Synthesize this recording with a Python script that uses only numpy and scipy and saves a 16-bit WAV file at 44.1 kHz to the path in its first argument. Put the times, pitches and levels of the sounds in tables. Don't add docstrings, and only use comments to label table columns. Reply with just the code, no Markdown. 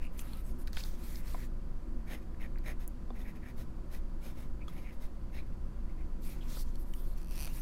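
import sys
import numpy as np
from scipy import signal
from scipy.fft import rfft, irfft, next_fast_len
from scipy.io import wavfile
from scipy.ndimage import uniform_filter1d

SR = 44100
rng = np.random.default_rng(int(sys.argv[2]) if len(sys.argv) > 2 else 0)


def voltage_ratio(decibels):
    exponent = np.asarray(decibels, float) / 20
    return 10 ** exponent


def transcribe(u):
    v = np.clip(np.atleast_2d(u).T, -1, 1)
    q = np.round(v * 32767).astype(np.int16)
    wavfile.write(sys.argv[1], SR, q)


N = 335601


def evened(x):
    return x / np.sqrt(np.mean(x ** 2) + 1e-20)


def filtered(x, gain):
    size = next_fast_len(len(x))
    spectrum = rfft(x, size) * gain(np.fft.rfftfreq(size, 1 / SR))
    return evened(irfft(spectrum, size)[:len(x)])


def coloured(x, spectrum):
    f, db = np.transpose(spectrum)
    return filtered(x, lambda hz: voltage_ratio(np.interp(np.log(hz + 1), np.log(f + 1), db)))


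def mode(x, centre_hz, width):
    return filtered(x, lambda hz: 1 / (1 + 2j * (hz - centre_hz) / width) / (1 + 1j * (hz - centre_hz) / width))


def resonate(x, hz, width):
    turn = np.exp(2j * np.pi * np.cumsum(hz * np.ones(len(x))) / SR)
    r = np.exp(-np.pi * width / SR)
    return 2 * (turn * signal.lfilter([1 - r], [1, -r], x / turn + 1e-18)).real


def wander(per_s):
    return filtered(rng.standard_normal(N), lambda hz: (hz > 8) / (1 + (hz / per_s) ** 4))


def grit(per_s, spread_db):
    size_db = spread_db * np.minimum(rng.exponential(1, N), 4)
    return rng.standard_normal(N) * voltage_ratio(size_db) * (rng.random(N) < per_s / SR)


def add(mix, s, sound):
    part = mix[round(s * SR):][:len(sound)]
    part += sound[:len(part)]


def glide(seconds, rise, fall):
    u = np.linspace(0, 1, round(seconds * SR))
    return np.sin(np.pi / 2 * np.clip(np.minimum(u / rise, (1 - u) / fall), 0, 1)) ** 2


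def level(moves, column, rise, fall):
    power = np.zeros(N)
    for row in moves:
        add(power, row[0], (voltage_ratio(row[column]) * glide(row[1], rise, fall)) ** 2)
    return uniform_filter1d(np.sqrt(power), size=250)


def ring(hz, t60, seconds=0.071):
    t = np.arange(round(seconds * SR)) / SR
    return np.sin(2 * np.pi * hz * t) * voltage_ratio(-60 * t / np.maximum(t60, .001))


def burst(hz, t60, spread):
    puff = rng.standard_normal(441) * voltage_ratio(-60 * np.arange(441) / SR / t60)
    band = signal.butter(3, [hz / spread, min(hz * spread, .45 * SR)], "band", fs=SR, output="sos")
    sound = signal.sosfilt(band, np.append(3, 0.47 * puff))
    return sound / abs(sound).max()


# f/Hz, level/dB per Hz
RUMBLE = [(35, -35), (60, -0.5), (73, -5), (87, -11), (113, -9.5), (129, -15), (145, -12.5), (166, -8),
          (232, -12), (250, -18.5), (269, -20.5), (318, -15), (366, -23.5), (388, -29), (440, -24),
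          (570, -70), (970, -120)]
AIR = [(240, -6), (400, -9), (528, 1), (645, -7.5), (742, -7.5), (852, -10.5), (979, -6), (1090, -9),
       (1180, -8), (1960, -17.5), (2470, -21), (4440, -28), (6050, -27.5), (15000, -33.5), (16000, -42)]
RUMBLE_DB, AIR_DB = -50, -61
# f/Hz, width/Hz, level/dB
DRONES = [(5.77, 6.9, -40), (16.77, 4.8, -44.5), (42.3, 8.6, -58), (48.84, 2.6, -50), (57.08, 1.08, -50),
          (23.9, 10, -46), (1006, 32, -75), (552, 73, -74.5), (726, 80, -76), (4600, 630, -82.5)]
# t/s, level/dB
MACHINE = [(0.0, -57), (0.47, -56.5), (0.51, -47.5), (0.89, -66.5), (0.95, -52.5), (1.31, -60), (1.35, -53),
           (1.42, -55), (1.82, -56), (1.95, -50), (2.03, -57), (2.09, -54.5), (5.14, -56.5), (6.79, -54.5),
           (7.41, -58), (7.6, -56)]
# f/Hz, width/Hz, level/dB
MACHINE_TONES = [(241.7, 23.6, -3.5), (322.8, 19.2, -8.5), (359.9, 17.5, -9.5)]
# t/s, throb level/dB
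THROB = [(0.0, -40.5), (1.99, -37), (2.18, -74), (2.56, -34.5), (3.41, -50), (4.11, -35), (4.3, -49),
         (5.17, -41.5), (7.61, -34)]
THROB_HZ = 25.0
# f/Hz, level/dB, start/turns
HUMS = [(120.2, -62, .0), (121.19, -62, .5)]


def room_tone():
    t = np.arange(N) / SR
    out = voltage_ratio(RUMBLE_DB) * coloured(rng.standard_normal(N), RUMBLE)
    out += voltage_ratio(AIR_DB) * coloured(rng.standard_normal(N), AIR)
    for hz, width, db in DRONES:
        out += voltage_ratio(db) * mode(rng.standard_normal(N), hz, width)
    machine = sum(voltage_ratio(db) * mode(rng.standard_normal(N), hz, width) for hz, width, db in MACHINE_TONES)
    out += voltage_ratio(np.interp(t, *np.transpose(MACHINE))) * machine
    throb = voltage_ratio(np.interp(t, *np.transpose(THROB)))
    out += np.sqrt(2) * throb * np.sin(2 * np.pi * THROB_HZ * t)
    for hz, db, turns in HUMS:
        out += np.sqrt(2) * voltage_ratio(db) * np.sin(2 * np.pi * (hz * t + turns))
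    return out


# t/s, level/dB
DESK_ECHOES = [(.0007, -59), (.0029, -32), (.0048, -51)]
ROOM_DB, ROOM_T60 = -20, 0.18


def desk(x):
    t = np.arange(SR // 3) / SR
    dull = signal.lfilter([.5], [1, -.5], rng.standard_normal(len(t)))
    tail = dull * voltage_ratio(-60 * t / ROOM_T60) * (t > .006)
    path = voltage_ratio(ROOM_DB) * tail / np.linalg.norm(tail)
    path[round(0.0013 * SR)] += voltage_ratio(0.0039)
    for s, db in DESK_ECHOES:
        path[round(s * SR)] += voltage_ratio(db)
    return signal.oaconvolve(x, path / np.linalg.norm(path))[:N]


# t/s, peak level/dB, ring f/Hz, ring t60/s, bright snap
# level/dB against the peak
TICKS = [(0.1915, -39, 2620, 0.015, 0), (0.6722, -40.5, 4030, 0.016, -11), (0.6725, -46, 1820, 0.012, -15),
         (0.6764, -46, 1900, 0.0092, -21), (0.6796, -46, 1560, 0.012, -24),
         (0.679, -44.5, 4600, 0.016, -24), (0.73, -45.5, 1500, 0.014, -20), (0.73, -40, 4600, 0.01, -7),
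         (0.7674, -34.5, 3650, 0.028, -16), (.8357, -39, 4300, 0.011, -14),
         (0.7693, -43.5, 1870, 0.028, -25), (1.156, -39.5, 5150, 0.012, -18),
         (1.873, -60, 2060, 0.015, -15), (2.3446, -54, 1840, 0.013, -22), (2.4484, -57, 1910, 0.015, -19),
         (2.5565, -47.5, 1660, 0.014, -30), (2.575, -51, 1960, 0.014, -18), (2.5884, -50, 1770, 0.013, -22),
         (4.9064, -49, 2150, 0.015, -17), (5.523, -57, 2100, 0.02, -21), (6.0084, -52, 1946, 0.015, -15),
         (6.936, -48.5, 2400, 0.015, 2), (7.4733, -41, 2470, 0.013, -6)]
# t/s, peak level/dB, centre f/Hz
SNAPS = [(0.05, -55, 9500), (.0685, -59, 10500), (.1326, -61, 13000), (0.191, -42, 6000),
         (.3330, -48, 11500), (.3708, -44, 10910), (.371, -50, 14000), (.1912, -48, 13500),
         (.192, -50, 3650), (.7499, -51, 5800), (.7572, -52, 4500), (0.7636, -49, 4500),
         (.7692, -35.5, 2260), (.7678, -41, 9900), (.768, -48, 13500), (.6728, -48, 12000),
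         (.6762, -52, 12500), (.673, -58, 15800), (.7297, -45, 13000), (.7298, -52, 16100),
         (0.7717, -51, 2900), (0.771, -41, 4600), (.7776, -44, 3970), (.7830, -50, 5200),
         (.7885, -47, 4270), (.7938, -46, 3570), (.7972, -48, 4800), (.8065, -47, 2700), (0.8, -42, 5300),
         (0.804, -42, 4600), (0.808, -48, 5000), (.8179, -51, 3600), (.8358, -38, 4100), (.8360, -42, 5400),
         (2.424, -52, 3200), (2.5834, -53, 4500), (2.5841, -51, 13500), (2.5843, -62, 8000),
         (2.8750, -55, 11000), (2.8762, -36, 10000), (2.8764, -34, 12500), (2.8765, -48, 7200),
         (2.8766, -38, 14500), (2.8805, -45, 10500), (2.8825, -50, 10990), (2.8845, -56, 12000),
         (3.103, -60, 4180), (4.68, -54, 4180), (4.6810, -54, 6400), (4.6812, -57, 10000),
         (6.7545, -50, 11000), (6.7540, -57, 3500), (6.7545, -56, 5600), (6.7556, -54, 8000),
         (6.937, -49, 5950), (6.936, -53, 13000), (6.9365, -58, 4200), (.3332, -52, 9000),
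         (2.5842, -55, 16100), (2.8764, -45, 16100), (7.4735, -50, 3600), (7.5593, -48, 6000)]
# t/s, peak level/dB, ring f/Hz, ring t60/s
KNOCKS = [(.3310, -48, 900, .02), (.3315, -49, 3400, 0.01), (.3320, -41, 4300, 0.011),
          (.7690, -37, 1500, 0.024), (.7700, -42, 900, .018), (.7705, -42, 540, .025),
          (1.3441, -34, 1012, .032), (1.3442, -37, 711, 0.034), (1.3443, -42, 520, 0.015),
          (1.3445, -48, 2180, .03), (1.3452, -41, 285, 0.05), (3.1034, -41, 1000, 0.018),
          (3.1034, -52, 3520, .018), (3.1034, -37, 720, 0.014), (3.1034, -39, 500, 0.025),
          (3.2130, -59, 3570, 0.049), (4.6800, -41, 1237, .035), (4.6801, -44.5, 3360, 0.03),
          (6.36, -52, 850, .04), (6.5695, -40, 540, 0.021), (6.5696, -43, 890, .02),
          (6.5697, -46, 1300, .015), (6.7548, -52, 4400, .018), (6.936, -44, 3000, .014),
          (7.4735, -38, 700, 0.014), (7.4736, -43, 1300, .01)]


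def taps():
    out = np.zeros(N)
    for s, db, hz, t60, snap_db in TICKS:
        add(out, s, voltage_ratio(db - 7) * ring(hz, t60))
        add(out, s, voltage_ratio(db - 1) * burst(hz, .8 * t60, 1.3))
        add(out, s, voltage_ratio(db + snap_db) * burst(8400, 0.025, 1.23))
    for s, db, hz in SNAPS:
        add(out, s, voltage_ratio(db) * burst(hz, 0.0096, 1.123))
    for s, db, hz, t60 in KNOCKS:
        sound = ring(hz, t60)
        add(out, s, voltage_ratio(db) * sound * np.minimum(np.arange(len(sound)) / 30, 1))
        add(out, s, voltage_ratio(db - 12.0) * burst(hz, .012, 1.4))
    return out


# t/s, strength level/dB
SLIPS = [
    [(0.0037, -57), (0.0136, -55), (0.019, -54), (0.0238, -47), (0.0292, -46), (0.0351, -57), (0.0418, -46),
     (0.0494, -45.5), (0.0571, -53), (0.0626, -58), (0.0668, -48), (0.0749, -54), (0.0818, -59),
     (0.0879, -62)],
    [(7.1648, -67), (7.173, -58), (7.1772, -56), (7.1826, -55), (7.1932, -67), (7.1984, -65), (7.2042, -61),
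     (7.2147, -54.5), (7.229, -54), (7.2365, -72), (7.2446, -53), (7.2587, -57), (7.271, -54),
     (7.2825, -53), (7.2914, -53), (7.2994, -54), (7.3091, -47), (7.3168, -51), (7.3213, -48), (7.329, -55),
     (7.3337, -57), (7.3423, -62), (7.3506, -52), (7.3558, -44), (7.3646, -49), (7.3712, -50),
     (7.3773, -41), (7.3828, -51), (7.3889, -41), (7.3956, -41), (7.4029, -38), (7.4096, -38),
     (7.4162, -42), (7.423, -38), (7.4303, -38.5), (7.4379, -41), (7.4456, -38.5), (7.4539, -38),
     (7.459, -52), (7.4663, -43), (7.4741, -48)],
]
SLIP_GAIN_DB = [3, -3]
# f/Hz, t60/s, level/dB
BARREL = [
    [(2400, 0.0057, -4.5), (2810, 0.0076, -8.5), (4740, 0.0036, -25), (10500, .002, -19)],
    [(710, 0.013, -14), (1500, 0.0024, -6), (2550, 0.011, -8), (3120, .006, -10), (4530, 0.0089, -7.5),
     (5200, .006, -10.5), (5800, .013, -10), (6140, 0.011, -10.5), (9000, 0.0016, 2.5),
     (11900, 0.00096, 7.5), (14600, 0.0013, 0)],
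]
SLIP_DRAG, SLIP_DETUNE = .15, .015


def creaks():
    out = np.zeros(N)
    u = np.arange(-100, 500) / SR
    swell = np.exp(-(u / .0009) ** 2)
    drag = SLIP_DRAG * np.exp(-abs(u) / .01) * (u > 0)
    for slips, gain_db, modes in zip(SLIPS, SLIP_GAIN_DB, BARREL):
        for s, strength_db in slips:
            body = 0
            for k, (hz, t60, db) in enumerate(modes):
                bend = 1 + SLIP_DETUNE * rng.standard_normal()
                body = body + (-1) ** k * voltage_ratio(db) * ring(hz * bend, t60, .03)
            friction = .09 * (swell + drag) * rng.standard_normal(len(u))
            snap = 1.9 * (u == 0)
            add(out, s + u[0], voltage_ratio(strength_db + gain_db) * np.convolve(friction + snap, body))
    return out


# f/Hz, level/dB per Hz
FINGERTIP = [(5500, -41), (7500, -14.5), (9000, -7), (12000, -1.5), (14500, -4.5), (16000, -15)]
PALM = [(2400, -40), (3200, 1.5), (4000, 3), (4650, 3), (5300, 1.5), (6200, 1), (7500, -0.5), (10000, -6)]
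PAGE = [(400, -16), (900, 1), (1500, -2.5), (2000, -1.5), (2800, -2.5), (3500, -20.5)]
BLOTCH_DB = 2.1
# t/s, length/s, fingertip hiss level/dB, palm rasp level/dB, page rustle level/dB
TAKE_UP = [(.0, 0.08, -74, -69.5, -63), (.1, 0.15, -71, -73, -64.5), (.165, 0.066, -53.5, -61, -69),
           (.18, 0.16, -65.5, -69, -64.5), (.27, 0.18, -64.5, -71, -65.5), (.42, 0.12, -66, -70, -72),
           (.57, 0.075, -64, -71, -69), (.715, 0.067, -68, -59, -61), (.765, 0.058, -62, -50.5, -59),
           (.8, 0.08, -63, -56.5, -61), (.835, 0.077, -62.5, -60, -67), (.88, 0.094, -71, -63, -65.5),
           (.93, 0.18, -68, -67.5, -65), (1.0, 0.14, -60.5, -59.5, -67), (1.08, 0.15, -58.5, -61.5, -70),
           (1.18, 0.17, -78, -70, -63.5), (1.225, 0.16, -62.5, -60.5, -62.5),
           (1.32, 0.17, -64, -62.5, -66.5)]
PUT_DOWN = [(6.193, 0.18, -59, -61, -67), (6.31, .11, -78, -70, -65.5), (6.385, 0.15, -71, -67, -66),
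            (6.463, 0.12, -60.5, -55, -63), (6.528, 0.12, -55, -53.5, -61.5),
            (6.613, 0.12, -77, -68.5, -76), (6.729, 0.048, -74, -70, -74), (6.761, 0.092, -66, -72, -77),
            (6.826, 0.17, -69.5, -79, -85), (6.91, 0.13, -61, -70.5, -75), (6.99, 0.18, -67, -70.5, -83),
            (7.135, .12, -72, -69, -72), (7.257, 0.3, -62, -61.5, -62.5), (7.448, 0.13, -67, -66.5, -67),
            (7.503, 0.13, -56, -60.5, -61)]
RUB_RISE, RUB_FALL = 0.37, 0.33
# t/s, length/s, level/dB, f/Hz,
# width/Hz
HOLLOWS = [(.19, 0.053, -66, 2800, 400), (0.21, 0.23, -68.5, 3700, 1500), (0.766, 0.07, -62, 6300, 1800),
           (1.04, 0.21, -63, 2000, 680), (1.33, 0.14, -63, 1930, 510), (1.36, .12, -63.5, 1950, 690),
           (6.234, 0.13, -63.5, 2350, 500), (6.499, 0.16, -63, 4630, 500), (7.25, 0.24, -70, 2700, 200),
           (7.259, 0.24, -69, 5400, 300), (7.45, 0.11, -66, 2740, 300), (.14, 0.31, -67, 1275, 70),
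           (.22, 0.22, -71, 2640, 700), (.43, .11, -75, 6490, 150), (.43, .07, -69, 8000, 250),
           (.49, 0.052, -72, 9300, 300), (.435, .09, -73, 10000, 1500), (.575, 0.065, -68, 9600, 3000),
           (.52, .07, -75, 9000, 7000), (.63, .1, -73, 10000, 8000), (6.94, .14, -73.5, 3370, 400),
           (7.05, 0.13, -78, 4300, 400), (6.4, .04, -62, 3200, 700), (6.775, .06, -66, 13500, 2000),
           (7.0, .06, -69, 13500, 1500), (6.69, 0.056, -76, 10000, 8000), (6.83, .08, -78, 7000, 6000),
           (6.69, .07, -76, 4000, 800), (5.33, 0.098, -66, 3900, 720), (4.6, 0.041, -61, 2400, 250),
           (5.365, 0.054, -60.5, 2360, 200), (5.33, .08, -75, 5160, 400), (4.83, .09, -67, 2350, 320),
           (3.16, 0.18, -74, 11800, 1200), (4.7, .12, -74, 11400, 1200), (2.08, 0.097, -61, 3100, 800),
           (2.64, .09, -68, 3500, 800), (.785, 0.039, -60, 3500, 2500)]


def hand():
    out = np.zeros(N)
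    for column, colour in enumerate([FINGERTIP, PALM, PAGE], start=2):
        z = signal.stft(coloured(grit(12000, 1.5), colour), nperseg=256)[2]
        blotches = uniform_filter1d(rng.standard_normal(z.shape), size=5, axis=0)
        blotches = uniform_filter1d(blotches, size=14, axis=1)
        rub = signal.istft(z * voltage_ratio(BLOTCH_DB * evened(blotches)), nperseg=256)[1][:N]
        out += evened(rub) * level(TAKE_UP + PUT_DOWN, column, RUB_RISE, RUB_FALL)
    for s, length, db, hz, width in HOLLOWS:
        slide = glide(length, RUB_RISE, RUB_FALL)
        add(out, s, voltage_ratio(db) * slide * mode(rng.standard_normal(SR // 2), hz, width)[:len(slide)])
    return out


# f/Hz, width/Hz, level/dB
NIB = [(562, 470, 6.5), (3350, 460, -15), (3770, 570, -3.5), (5210, 440, -6.5), (6500, 210, -7),
       (9650, 860, -13), (11400, 2200, -1.5), (13300, 400, -22), (15500, 500, -13)]
TINES = [(.83, 0.03), (1.001, 0.74), (1.22, .4)]
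TINE_WIDTH_HZ, TINE_CLIMB, WANDER_DB = 275, .02, 1.1
# f/Hz, level/dB per Hz
FIBRE = [(700, -29), (1500, 12.5), (2400, -4), (3200, 3.5), (4300, 4.5), (5400, 2.5), (6000, 3.5),
         (6600, -6), (7400, 1.5), (9000, 0), (11500, 3), (13500, 4), (15800, -2.5)]
# t/s, length/s, pressure as tine ring level/dB, speed as fibre hiss level/dB, tine f/Hz
STEMS = [(2.045, 0.17, -54.5, -60.5, 1823), (2.09, 0.081, -54.5, -54, 2000), (2.15, .06, -71, -72, 1990),
         (2.21, 0.036, -69, -71, 2020), (2.39, 0.062, -55, -66, 2050), (2.41, 0.075, -55, -69, 1880),
         (2.625, 0.13, -50, -58, 1800), (2.7, 0.031, -55, -61, 1930), (2.78, 0.09, -63, -59.5, 1930),
         (3.55, .11, -66, -56.5, 2020), (3.89, 0.12, -62, -55.5, 1945), (4.19, 0.17, -60, -56, 2400),
         (4.33, 0.16, -64.5, -60, 2140), (4.99, 0.1, -65.5, -57, 2100), (5.315, 0.079, -56.5, -65, 2090),
         (5.345, 0.081, -57, -65, 2100), (5.42, 0.022, -66, -78, 2200), (5.455, 0.035, -70, -76, 2100),
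         (5.87, 0.062, -68.5, -82, 2110), (5.96, 0.095, -65, -87, 2100)]
LOOPS = [(3.14, 0.057, -59.5, -70, 1930), (3.168, 0.09, -63, -60.5, 1970), (3.225, 0.11, -56, -78, 1770),
         (3.264, 0.065, -63, -66, 1930), (3.341, 0.048, -60, -71, 1930), (3.401, 0.14, -57, -74, 1800),
         (3.465, 0.067, -67, -67, 1960), (4.663, 0.063, -65, -61, 2210), (4.696, .08, -63, -67, 2080),
         (4.734, 0.1, -58, -65.5, 2400), (4.79, 0.072, -73, -66, 2200), (4.802, 0.16, -57.5, -77, 2220),
         (4.906, 0.07, -72, -65.5, 2180)]
STROKE_RISE, STROKE_FALL = 0.42, 0.57


def nib():
    strokes = np.array(sorted(STEMS + LOOPS))
    middle = strokes[:, 0] + strokes[:, 1] / 2
    tine_hz = np.interp(np.arange(N) / SR, middle, strokes[:, 4]) * (1 + TINE_CLIMB * wander(25))
    pressure = level(strokes, 2, STROKE_RISE, STROKE_FALL) * voltage_ratio(WANDER_DB * wander(60))
    speed = level(strokes, 3, STROKE_RISE, STROKE_FALL) * voltage_ratio(WANDER_DB * wander(60))
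    catches = grit(9000, 2.4)
    scrape = mode(mode(catches, 2030, 1330), 2030, 1330)
    tines = sum(share * evened(resonate(scrape, bend * tine_hz, TINE_WIDTH_HZ)) for bend, share in TINES)
    upper = sum(voltage_ratio(db) * mode(catches, hz, width) for hz, width, db in NIB)
    hiss = coloured(grit(14000, 1.3), FIBRE)
    both = np.sqrt(abs(pressure * speed))
    return tines * pressure + 0.44 * upper * both + 0.57 * hiss * speed


def scene():
    close = nib() + hand() + taps() + creaks()
    return (desk(close) + room_tone())[None]


def top_cut(x):
    return signal.sosfilt(signal.butter(12, 16480, fs=SR, output="sos"), x)


EDGE_HZ, CLICK_DB, CLICK_RISE_DB = 15830, -68, 7.5


def record(dry):
    edge = signal.firwin(801, EDGE_HZ, window=("kaiser", 6), fs=SR)
    low = signal.oaconvolve(dry, edge[None], "same")
    high = dry - low
    quick, slow = (uniform_filter1d(high ** 2, size=size) for size in (64, 2048))
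    click = quick > voltage_ratio(2 * CLICK_DB) + voltage_ratio(2 * CLICK_RISE_DB) * slow
    mix = low + high * uniform_filter1d(1. * click, size=128)
    return top_cut(mix)


dry = scene()
out = record(dry)
transcribe(out)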